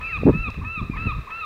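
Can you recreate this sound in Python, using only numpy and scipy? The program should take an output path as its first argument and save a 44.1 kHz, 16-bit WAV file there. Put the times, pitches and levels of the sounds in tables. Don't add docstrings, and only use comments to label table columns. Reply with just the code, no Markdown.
import sys
import numpy as np
from scipy import signal
from scipy.fft import rfft, irfft, next_fast_len
from scipy.io import wavfile
from scipy.ndimage import uniform_filter1d, map_coordinates

SR = 44100
rng = np.random.default_rng(int(sys.argv[2]) if len(sys.argv) > 2 else 0)


def generate_wav(signal):
    frames = np.transpose(np.atleast_2d(signal))
    scaled = np.clip(frames, -1, 1) * 32767
    pcm = np.round(scaled).astype(np.int16)
    wavfile.write(sys.argv[1], SR, pcm)


N = 63945


def amp(db):
    return 10 ** (np.asarray(db) / 20)


def along(points, hz):
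    freqs, values = np.transpose(points)
    return np.interp(np.log(hz + 1), np.log(freqs + 1), values)


def curves(rows, t):
    times, *columns = np.transpose(rows)
    return [np.interp(t, times, column) for column in columns]


def clock():
    return np.arange(-(SR // 2), N) / SR


def wobble(rate):
    position = (clock() - clock()[0]) * rate
    return map_coordinates(rng.standard_normal(4096), [position], mode="wrap")


def filtered(x, response):
    size = next_fast_len(len(x) + 8192)
    return irfft(rfft(x, size) * response(np.fft.rfftfreq(size, 1 / SR)), size)[:len(x)]


def noise(colour):
    x = filtered(rng.standard_normal(len(clock())), lambda hz: amp(along(colour, hz)))
    return x / np.sqrt(np.mean(x ** 2) + 1e-20)


def steady(x, span_s):
    power = uniform_filter1d(x * x, max(int(span_s * SR), 1))
    return x / np.sqrt(np.abs(power) + 1e-9)


def gate(t, shape, edge=0.0028):
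    return np.clip((t - shape[0][0]) / edge, 0, 1) * np.clip((shape[-1][0] - t) / edge, 0, 1)


def phase_of(hz, jitter):
    return 2 * np.pi * np.cumsum(hz * (1 + jitter * wobble(350))) / SR


def notes(shape, rows, jitter, overtone_db):
    out = 0
    for start, level_db in rows:
        t = clock() - start
        hz, db = curves(shape, t)
        phase = phase_of(hz, jitter)
        tone = np.sin(phase) + amp(overtone_db) * np.sin(2 * phase)
        out = out + gate(t, shape) * amp(level_db + db) * tone
    return out


# time_s, pitch_hz, base_db, octave_db, third_harmonic_db
CRY_ARCH = [(-.012, 895, -36, -80, -89), (-.005, 994, -41, -70.5, -74), (.001, 1254, -39, -42.5, -71.5),
            (.018, 1290, -37.5, -34.5, -69), (0.046, 1318, -38.5, -34, -56),
            (0.084, 1344, -38.5, -37.5, -60.5), (0.099, 1350, -40.5, -36, -54.5),
            (0.113, 1288, -34.5, -28.5, -53.5), (.142, 1221, -31.5, -27, -46),
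            (.155, 1133, -30.5, -49.5, -51), (0.166, 917, -42, -65, -83)]
# start_s, pitch_ratio, length_ratio, base_gain_db, octave_gain_db, octave_fade_db, rasp_db
CRY_EVENTS = [(-.3, 0.99, 1, -3, -4, 1, -59), (.013, 1, 1.055, -3, 3.5, 4, -55),
              (.33, .999, 1.03, -3.5, 2.4, 5.5, -64), (.648, .997, 1.025, -2.5, 2, 7.5, -70),
              (.969, .996, .97, 0, 1.5, 6, -54), (1.305, 1.008, 0.97, 1, 0, 11.5, -55.5)]
# pitch_hz, level_db
CRACK_TONES = [(1000, -45), (1770, -41.5), (2070, -74), (3070, -61)]
# frequency_hz, level_db
RASP_COLOUR = [(500, -10.5), (1000, -2), (2000, -2.5), (3100, -8), (4200, -19), (8000, -61)]


def gull_cries():
    out = 0
    for start, pitch, length, base_db, octave_db, fade_db, rasp_db in CRY_EVENTS:
        t = (clock() - start) / length
        hz, first, second, third = curves(CRY_ARCH, t)
        phase = phase_of(hz * pitch, jitter=0.0024)
        fall = np.interp(t, [0.11, 0.13], [0, 1])
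        levels = [first + base_db, second + octave_db - fade_db * fall, third + base_db / 2]
        voice = sum(amp(db + 0.98 * wobble(120)) * np.sin(k * phase) for k, db in enumerate(levels, 1))
        onset = np.clip(1 + t / 0.0088, 0, 1)
        side_tones = sum(amp(db) * np.sin(phase_of(f, jitter=0.012)) for f, db in CRACK_TONES)
        crack = onset * amp(base_db / 2 - 60 * np.abs(t) / 0.13) * side_tones
        burst_db = 10.5 * np.exp(-(t / 0.017) ** 2)
        rasp = onset * amp(rasp_db + burst_db) * noise(RASP_COLOUR)
        out = out + wood_echo(gate(t, CRY_ARCH) * (voice + crack + rasp))
    return out


# frequency_hz, level_db
ECHO_COLOUR = [(500, -14), (1300, -3), (2600, -9), (3300, -16), (3900, 1.5), (4600, 6.5), (9000, -11)]
# frequency_hz, fade_s
ECHO_FADE = [(500, 0.22), (1300, 0.64), (2600, 0.94), (4000, 1), (9000, .3)]


def wood_echo(call, delay_s=0.028):
    hz, t, spectrum = signal.stft(rng.standard_normal(SR), SR, nperseg=256)
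    fading_db = along(ECHO_COLOUR, hz)[:, None] - 60 * t / along(ECHO_FADE, hz)[:, None]
    tail = signal.istft(spectrum * amp(fading_db), SR, nperseg=256)[1]
    tail *= np.sqrt(2 * np.log(1000) / SR)
    tail = np.pad(tail, (int(delay_s * SR), 0))
    return call + signal.fftconvolve(call, tail)[:len(call)]


# frequency_hz, level_db
AIR_COLOUR = [(40, 7.5), (150, 2), (300, -4.5), (420, 3), (700, -4.5), (1100, -7.5), (1900, -0.5),
              (3000, -13), (4500, -16.5), (7000, -24), (10000, -28), (15500, -27)]
# time_s, level_db
AIR_DRIFT = [(0.0, -68), (0.332, -68.5), (0.526, -70), (0.896, -70), (1.202, -69), (1.42, -69.5)]


def outdoor_air(level_db=-48):
    drift_db, = curves(AIR_DRIFT, clock())
    return amp(level_db + drift_db - drift_db.mean()) * noise(AIR_COLOUR)


# time_s, rumble_db, flutter_db
WIND_LEVELS = [(0, -38, -46), (.11, -42.5, -57), (.18, -30.5, -37.5), (.245, -32, -27.5),
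               (.275, -29, -30.5), (.3, -18.5, -12.5), (.325, -22, -34), (.355, -40, -20), (.4, -22, -45.5),
               (.455, -39, -43.5), (.488, -28.5, -29.5), (.54, -42, -75), (.585, -30, -32.5),
               (.66, -29.5, -42.5), (.75, -44, -71), (.78, -41.5, -61), (.825, -27, -30), (.875, -40, -46),
               (.965, -29, -36.5), (1.04, -33.5, -40.5), (1.075, -28.5, -27.5), (1.125, -29.5, -60),
               (1.19, -27.5, -30), (1.225, -40.5, -80), (1.27, -60, -57), (1.45, -50, -71)]
# frequency_hz, level_db
RUMBLE_COLOUR = [(12, -26), (30, 5), (60, 6.5), (120, 2), (170, -13.5), (300, -23), (600, -92)]
FLUTTER_COLOUR = [(70, -22), (150, 7), (250, -2), (380, -13), (600, -27.5), (1100, -25.5), (3000, -74)]


def wind():
    rumble_db, flutter_db = curves(WIND_LEVELS, clock())
    rumble = amp(rumble_db) * steady(noise(RUMBLE_COLOUR), span_s=0.031)
    flutter = amp(flutter_db) * steady(noise(FLUTTER_COLOUR), span_s=0.022)
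    return rumble + flutter


# time_s, pitch_hz, level_db
WHISTLE_SHAPE = [(0, 2270, -18.5), (.025, 2450, -0.5), (.052, 2380, -4), (.075, 2049, -6),
                 (.095, 1754, -8.5), (.12, 1421, -18.5)]
# start_s, gain_db
WHISTLE_EVENTS = [(0.03, -34.5), (0.894, -39)]


def whistles():
    return wood_echo(notes(WHISTLE_SHAPE, WHISTLE_EVENTS, jitter=0.012, overtone_db=-28))


# time_s, peak_db, width_s
EDDY_EVENTS = [(.235, -12.5, 0.00064), (0.2572, -3.5, 0.0013), (0.339, -26.5, 0.00066), (.58, -22, .0016),
               (0.779, -24.5, 0.0014), (0.817, -19, 0.0014), (.9, -14.5, .0012), (.966, -30, 0.0013),
               (1.06, -16.5, 0.0014), (1.07, -12.5, 0.0019), (1.19, -24, 0.0026)]


def eddies():
    out = 0
    for time_s, peak_db, width_s in EDDY_EVENTS:
        offset = (clock() - time_s) / width_s
        out = out + amp(peak_db) * (1 - offset ** 2) * np.exp(-offset ** 2 / 2)
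    return out


# frequency_hz, level_db
GUST_COLOUR = [(60, -23), (170, -2.5), (260, 5), (360, 0), (490, -3), (590, -13.5), (690, -14), (1100, -37),
               (1700, -41.5), (3000, -62), (6000, -84)]


def gust(start_s=0.2587, rise_s=0.01, hold_s=0.023, fall_s=0.022, level_db=-9):
    corners_s = start_s + np.cumsum([0, rise_s, hold_s, fall_s])
    swell = np.interp(clock(), corners_s, [0, 1, 1, 0])
    return amp(level_db) * swell * steady(noise(GUST_COLOUR), span_s=0.0068)


# start_s, level_db, centre_hz
TICK_EVENTS = [(0.5021, -34, 2720), (0.526, -54, 3440), (0.542, -29.5, 1500), (0.563, -48, 2690)]
# frequency_ratio, level_db
TICK_SHAPE = [(.25, 5.5), (1, -4), (1.6, 3), (2.6, -14), (5, -36)]


def ticks(rise_s=0.00088, fade_s=0.016):
    out = 0
    for start, level_db, centre_hz in TICK_EVENTS:
        t = clock() - start
        colour = [(centre_hz * ratio, db) for ratio, db in TICK_SHAPE]
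        loudness = np.clip(t / rise_s, 0, 1) * amp(level_db - 60 * np.abs(t) / fade_s)
        out = out + loudness * noise(colour)
    return out


# time_s, pitch_hz, level_db
HICCUP_SHAPE = [(0, 980, -10.5), (.008, 1080, -3.5), (.018, 1228, -9), (.026, 1130, -13), (.036, 956, -24)]
# start_s, gain_db
HICCUP_EVENTS = [(0.611, -34), (.932, -31.5), (1.27, -31.5)]


def hiccups():
    return wood_echo(notes(HICCUP_SHAPE, HICCUP_EVENTS, jitter=0.018, overtone_db=-17))


def scene():
    birds = np.sqrt(2) * (gull_cries() + hiccups() + whistles())
    mix = birds + wind() + gust() + eddies() + ticks() + outdoor_air()
    return mix[None, -N:]


def record(dry, overload=0.76, top_hz=15750):
    rounded = dry[0] / (1 + np.abs(dry[0] / overload) ** 6) ** (1 / 6)
    return filtered(rounded, lambda hz: hz < top_hz)[None]


dry = scene()
out = record(dry)
generate_wav(out)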